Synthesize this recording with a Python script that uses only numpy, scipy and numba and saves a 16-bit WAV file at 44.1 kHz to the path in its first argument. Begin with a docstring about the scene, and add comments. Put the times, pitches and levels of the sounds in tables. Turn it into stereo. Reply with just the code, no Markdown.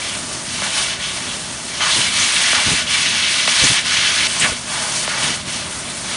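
"""Laser cutting of sheet metal

Turbulent gas hisses at the nozzle and roars through the kerf, the slit left by the beam, exciting
the resonances of the cutting bed. Each piercing gives a falling pop, a flare of resonant noise and a
surge of hiss, after which the gas flow dips. Ejected melt spits and snaps, deflected gas rumbles
in gusts, and an extraction fan drones in the background."""
import sys
import numpy as np
from scipy import signal
from scipy.fft import rfft, irfft
from scipy.io import wavfile
from numba import njit

SR = 44100
rng = np.random.default_rng(int(sys.argv[2]) if len(sys.argv) > 2 else 0)


def generate_wav(signal):
    """Clip the signal to [-1, 1] and save it as 16-bit WAV at the path in sys.argv[1]."""
    frames = np.transpose(np.atleast_2d(signal))
    scaled = np.clip(frames, -1, 1) * 32767
    pcm = np.round(scaled).astype(np.int16)
    wavfile.write(sys.argv[1], SR, pcm)


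N = 271656
T = np.arange(N) / SR
BIN_HZ = np.fft.rfftfreq(N, 1 / SR) + 1e-3  # the offset keeps the logarithm finite

# Spectral envelopes of the four flow noises: frequency_hz, gain_db
FAN_SPECTRUM = [(20, -55), (35, -30), (50, -22.5), (70, -19.5), (100, -17), (190, -15.5), (250, -21),
                (280, -22), (380, -22), (470, -28.5), (620, -19.5), (780, -26.5), (1200, -24.5),
                (10000, -35.5)]
GUST_SPECTRUM = [(20, -14), (32, -2), (50, 9), (120, 14), (250, 11.5), (400, 7), (700, 0.5), (1500, -18),
                 (5000, -37)]
NOZZLE_SPECTRUM = [(200, -19), (450, -7.5), (650, 4), (1100, 7), (2000, 6), (3500, 8.5), (5000, 9),
                   (6400, 9), (7100, 6.5), (7700, 5.5), (8600, 11), (10000, 5.5), (11000, 13.5)]
KERF_SPECTRUM = [(200, -48), (600, -26), (1000, -0.5), (1500, 6), (2200, 9), (3300, 9.5), (4400, 6),
                 (5400, 4), (6300, 1.5), (7400, -6), (8700, -5), (11000, -5)]
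# Resonances and antiresonances of the bed and gantry: centre_hz, bandwidth_hz, gain_db
BED_RESONANCES = [(495, 100, -1.5), (618, 56, 5.5), (788, 38, -7), (863, 48, 4.5), (1160, 40, 0),
                  (1340, 105, -4), (1466, 43, 4.5), (1560, 86, -3), (1790, 120, 0), (1880, 58, -3),
                  (1950, 61, 1), (2316, 63, 5), (2442, 107, -7), (2592, 56, 3), (2790, 50, 1.5),
                  (2890, 65, -5), (2962, 70, 5), (3290, 55, -1), (3380, 60, 3), (3980, 79, -3.5),
                  (4058, 38, 4.5), (4300, 78, 1.5), (5000, 160, -1.5), (6145, 56, 1.5), (6200, 52, 3.5),
                  (6770, 45, 3), (7080, 50, 2), (8652, 50, 1.5)]
# Puffs of escaping gas: start_s, length_s, level_db
GAS_GUSTS = [(1.948, 0.083, -27), (2.65, 0.059, -21), (2.7, 0.063, -21.5), (3.61, 0.066, -19),
             (3.689, 0.046, -22), (4.383, 0.15, -25), (4.516, 0.019, -20), (5.222, 0.13, -26)]
# Bursts of molten metal: start_s, level_db
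MELT_SNAPS = [(3.4789, -1), (4.2688, -1)]
# Further flares of resonant noise rung by the gas: most at openings in the sheet, the quiet ones near 3 kHz at
# the nozzle during light cuts: start_s, length_s, start_hz, end_hz, bandwidth_hz, level_db
GAS_FLARES = [(0.024, 0.21, 3540, 2720, 700, -35.5), (1.003, 0.14, 3400, 3220, 700, -32.5),
              (1.267, 0.094, 3320, 2950, 700, -33.5), (1.807, 0.043, 3160, 2970, 300, -22),
              (1.813, 0.13, 1180, 1100, 260, -27), (1.904, 0.077, 3420, 4100, 1800, -20.5),
              (2.18, 0.11, 6100, 6500, 2400, -24), (3.211, .07, 3160, 3140, 1400, -23),
              (3.577, 0.062, 4140, 4500, 1400, -22), (3.634, 0.034, 5500, 7000, 3000, -18.5),
              (4.392, 0.038, 8450, 7700, 3000, -22), (4.405, 0.083, 2700, 1560, 1890, -18),
              (4.432, .084, 1540, 814, 1200, -26), (4.657, 0.36, 1310, 960, 1590, -31),
              (4.952, 0.046, 5000, 5500, 5000, -25.5), (5.18, 0.21, 1210, 1800, 1600, -29.5),
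              (5.498, 0.38, 850, 1000, 900, -41.5)]
# Small holes pierced by the beam:
# start_s, pop_db, pop_pitch_hz, flare_length_s, flare_db, surge_db, pause_delay_s, pause_depth_db
PIERCINGS = [(0.6186, -14.5, 514, .088, -27, -27.5, .367, 9.5),
             (1.8054, -12.5, 1060, 0.12, -25, -24.5, 0.314, 1.5),
             (2.529, -11.5, 560, 0.12, -23.5, -28.5, 0.33, 11),
             (3.476, -11, 596, 0.11, -36, -24, 0.363, 12.5), (4.26, -22, 1500, .02, -36, -27.5, 0.42, 4.5),
             (5.0763, -12.5, 547, 0.17, -28, -28, 0.37, 13)]
# Narrow resonances of the nozzle over the sheet: pitch_hz, bandwidth_hz, level_db
NOZZLE_RESONANCES = [(2330, 39, -35.5), (2980, 34, -31), (3330, 25, -32)]
# Strokes of the cut: start_s, end_s, rise_s, fall_s, roar_db, hiss_db
CUT_STROKES = [(-.05, 0.173, .1, 0.045, -28.5, -37), (0.5, .75, 0.11, .05, -28, -34),
               (0.756, 1.098, .08, .05, -25, -50), (1.09, 1.367, .05, 0.13, -30, -39),
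               (1.75, 2.12, 0.15, .05, -25, -45), (1.805, 2.094, 0.022, .02, -21, -36),
               (2.13, 2.53, 0.094, 0.027, -17, -24.5), (2.528, 2.85, .03, 0.047, -17.5, -27.5),
               (2.854, 3.467, .04, 0.0078, -17.3, -29.5), (3.473, 3.858, 0.0071, 0.043, -16.5, -29.5),
               (3.87, 4.273, 0.11, 0.012, -16, -31.5), (4.292, 4.544, 0.024, 0.12, -24, -42),
               (4.667, 5.06, 0.03, 0.085, -28.5, -27), (5.13, 5.35, 0.24, .04, -24, -48),
               (5.36, 5.65, .08, .08, -27.5, -50), (5.85, 5.926, .02, .05, -35, -50),
               (6.065, 6.2, .06, .05, -28, -33.5)]


def undb(db):
    """Amplitude ratio of a level in decibels."""
    return 10 ** (np.asarray(db) / 20)


def white():
    """Gaussian white noise of unit variance."""
    return rng.standard_normal(N)


def colour(x, envelope):
    """Spectral shaping by gains interpolated on a log-frequency axis."""
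    hz, db = np.transpose(envelope)
    return irfft(rfft(x) * undb(np.interp(np.log(BIN_HZ), np.log(hz), db)), N)


def flutter(spread_db, rate_hz):
    """Random amplitude modulation: a gain whose level follows low-passed noise."""
    drift = irfft(rfft(white()) / (1 + (2 * BIN_HZ / rate_hz) ** 2), N)
    return undb(spread_db * drift / drift.std())


def swell(start_s, length_s, skew):
    """Half-sine envelope of mean power near 1; a skew below 1 brings the crest forward."""
    progress = np.clip((T - start_s) / length_s, 0, 1)
    return np.sqrt(2) * np.sin(np.pi * progress ** skew)


def trapezoid(start_s, end_s, rise_s, fall_s):
    """Trapezoidal envelope with its ramps centred on the start and the end."""
    return np.clip(0.5 + (T - start_s) / rise_s, 0, 1) * np.clip(0.5 + (end_s - T) / fall_s, 0, 1)


@njit
def resonate(x, centre_hz, width_hz):
    """Second-order resonator with unit gain at its moving centre frequency."""
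    out, band_state, low_state = np.empty(len(x)), 0.0, 0.0
    for i in range(len(x)):
        tuning = np.tan(np.pi * centre_hz[i] / SR)
        damping = width_hz / centre_hz[i]
        band = (band_state + tuning * (x[i] - low_state)) / (1 + tuning * (tuning + damping))
        band_state = 2 * band - band_state
        low_state += 2 * tuning * band
        out[i] = damping * band
    return out


def narrowband(pitch_hz, width_hz):
    """A resonator driven by noise gives a wavering tone, here of unit power."""
    tone = resonate(white(), np.full(N, float(pitch_hz)), float(width_hz))
    return tone / tone.std()


def crack(impulses, centre_hz=3600.0, width_hz=4200.0):
    """A heavily damped resonator answers each impulse with one sharp cycle."""
    return resonate(impulses, np.full(N, centre_hz), width_hz) * SR / (np.pi * width_hz)


def turbulence(stream_db, stream_rate_hz, eddy_db, eddy_rate_hz):
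    """Turbulent mixing noise: eddies of each size modulate their own band, and the whole jet flutters."""
    edges_hz = [0, 700, 1400, 2600, 4200, 7000, SR]
    spectrum = rfft(white())
    stream = np.zeros(N)
    for low_hz, high_hz in zip(edges_hz, edges_hz[1:]):
        band = irfft(spectrum * ((BIN_HZ >= low_hz) & (BIN_HZ < high_hz)), N)
        stream += band * flutter(eddy_db, eddy_rate_hz)
    return stream * flutter(stream_db, stream_rate_hz)


def fan(duct_db=-44):
    """Broadband flow noise of the extraction fan, with one duct resonance."""
    duct_tone = undb(duct_db) * narrowband(pitch_hz=242, width_hz=10)
    rumble = colour(white(), FAN_SPECTRUM) * flutter(spread_db=1, rate_hz=16)
    return rumble + duct_tone


def workshop(x, t60_s=0.14, gap_s=0.0073, wet_db=-20):
    """Reverberation: dense reflections from the panels and floor decay exponentially."""
    tail = white() * (T > gap_s) * np.exp(-np.log(1000) * T / t60_s)
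    tail = tail[:SR // 2] / np.sqrt(np.sum(tail ** 2))
    return x + undb(wet_db) * signal.fftconvolve(x, tail)[:N]


def bed(x):
    """Resonance and antiresonance of slats, sheet and gantry put peaks and dips in the spectrum."""
    spectrum = rfft(x)
    for centre_hz, width_hz, gain_db in BED_RESONANCES:
        detuning = 1j * (BIN_HZ / centre_hz - centre_hz / BIN_HZ) * centre_hz / width_hz
        spectrum *= (detuning + undb(gain_db / 2)) / (detuning + undb(-gain_db / 2))
    return irfft(spectrum, N)


def gusts():
    """Low-frequency turbulence: deflected gas tumbles out from under the sheet in puffs."""
    strength = sum(undb(db) * swell(start_s, length_s, skew=0.81) for start_s, length_s, db in GAS_GUSTS)
    return colour(white(), GUST_SPECTRUM) * strength


def snaps():
    """Impulsive excitation: each burst of melt is over within a millisecond."""
    impulses = np.zeros(N)
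    for start_s, level_db in MELT_SNAPS:
        impulses[int(start_s * SR)] = undb(level_db)
    return crack(impulses)


def pops(onset_hz=4480, fall_s=0.0037, overshoot=1.4, skew=0.67, cutoff_hz=380):
    """Exponential chirp: as the beam opens a hole, the tone falls through its listed pitch in fall_s."""
    out = np.zeros(N)
    for start_s, level_db, pitch_hz, *_ in PIERCINGS:
        glide = np.clip((T - start_s) / fall_s, 0, overshoot)
        chirp_hz = onset_hz * (pitch_hz / onset_hz) ** glide
        phase = 2 * np.pi * np.cumsum(chirp_hz * (glide > 0)) / SR
        envelope = np.sqrt(np.abs(np.sin(np.pi * (glide / overshoot) ** skew)))
        out += undb(level_db) * envelope * np.sin(phase)
    # so small a hole radiates no bass
    return signal.sosfilt(signal.butter(4, cutoff_hz, "highpass", fs=SR, output="sos"), out)


def flares(fresh_hz=1760, widened_hz=1000, hole_width_hz=1960):
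    """Flow-excited resonance: gas rings an opening, or the nozzle in light cuts, and the pitch glides as the
    ringing space changes."""
    hole_flares = [(start_s, length_s, fresh_hz, widened_hz, hole_width_hz, level_db)
                   for start_s, _, _, length_s, level_db, *_ in PIERCINGS]
    out = np.zeros(N)
    for start_s, length_s, start_hz, end_hz, width_hz, level_db in hole_flares + GAS_FLARES:
        centre_hz = np.exp(np.interp(T, [start_s, start_s + length_s], np.log([start_hz, end_hz])))
        ring = resonate(white(), centre_hz, float(width_hz))
        ring = resonate(ring, centre_hz, float(width_hz))  # a second pass steepens the skirts
        out += ring / ring.std() * undb(level_db) * swell(start_s, length_s, skew=0.64)
    return out


def gas_flow(bleed_s=0.034, reopen_s=0.018):
    """Throttling: after each piercing the jet's gain dies away briefly and recovers faster."""
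    dip_db = np.zeros(N)
    for start_s, *_, delay_s, depth_db in PIERCINGS:
        since_s = T - start_s - delay_s
        time_constant_s = np.where(since_s < 0, bleed_s, reopen_s)
        dip_db += depth_db * np.exp(-np.abs(since_s / time_constant_s) ** 1.1)
    return undb(-dip_db)


def surge_power(delay_s=0.089, length_s=0.22, rise_s=0.022, fall_s=0.078, step_db=-2):
    """Power envelope of the extra hiss: a step at each piercing, then a swell as the head rounds it."""
    power = np.zeros(N)
    for start_s, *_, surge_db, _, _ in PIERCINGS:
        middle_s = start_s + delay_s + length_s / 2
        step = undb(step_db) * trapezoid(start_s + rise_s / 2, middle_s, rise_s, fall_s)
        hump = swell(start_s + delay_s, length_s, skew=0.84)
        power += undb(surge_db) ** 2 * (step ** 2 + hump ** 2)
    return power


def jet_strengths(idle_db=-31, surge_roar_db=-2.5):
    """Incoherent addition: idle jet, surges and strokes sum in power to set the gains of hiss and roar."""
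    surge = surge_power()
    hiss_power = undb(idle_db) ** 2 + surge
    roar_power = undb(surge_roar_db) ** 2 * surge
    for start_s, end_s, rise_s, fall_s, roar_db, hiss_db in CUT_STROKES:
        cutting = trapezoid(start_s, end_s, rise_s, fall_s)
        hiss_power += cutting * undb(hiss_db) ** 2
        roar_power += cutting * undb(roar_db) ** 2
    return np.sqrt(hiss_power), np.sqrt(roar_power)


def whistles(strength, growth=0.77):
    """Narrow nozzle resonances grow more slowly than the roar, so they stand out most in light cuts."""
    tones = sum(undb(db) * narrowband(pitch_hz, width_hz) for pitch_hz, width_hz, db in NOZZLE_RESONANCES)
    return tones * strength ** growth


def nozzle(strength):
    """Free-jet turbulence radiates a bright, even hiss."""
    jet = turbulence(stream_db=0.74, stream_rate_hz=66, eddy_db=1.3, eddy_rate_hz=26)
    return colour(jet, NOZZLE_SPECTRUM) * strength


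def kerf(strength, sparks_per_s=45, spark_db=10):
    """Confined turbulence roars in the cut; droplets of melt spit out as a Poisson process."""
    jet = turbulence(stream_db=0.9, stream_rate_hz=50, eddy_db=0.9, eddy_rate_hz=45)
    ejections = rng.random(N) < sparks_per_s / SR
    sparks = crack(ejections * rng.uniform(-1, 1, N) * undb(spark_db))
    return (colour(jet, KERF_SPECTRUM) + sparks) * strength * flutter(spread_db=0.48, rate_hz=18)


def scene(nozzle_db=-2.0, kerf_db=-1.21):
    """Superposition: the cut, filtered by bed and room, joins gusts and fan in two identical channels."""
    hiss_gain, roar_gain = jet_strengths()
    hiss = undb(nozzle_db) * nozzle(hiss_gain)
    roar = undb(kerf_db) * kerf(roar_gain)
    jet = gas_flow() * (hiss + roar + whistles(roar_gain))
    cut = jet + flares() + pops() + snaps()
    mono = workshop(bed(cut)) + gusts() + fan()
    return np.array([mono, mono])


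def record(dry, ceiling=0.82, cutoff_hz=10380):
    """Soft saturation rounds the highest peaks; a steep low-pass filter limits the bandwidth."""
    rounded = dry / (1 + (dry / ceiling) ** 6) ** (1 / 6)
    return signal.sosfilt(signal.ellip(10, 0.2, 80, cutoff_hz, fs=SR, output="sos"), rounded)


dry = scene()
out = record(dry)
generate_wav(out)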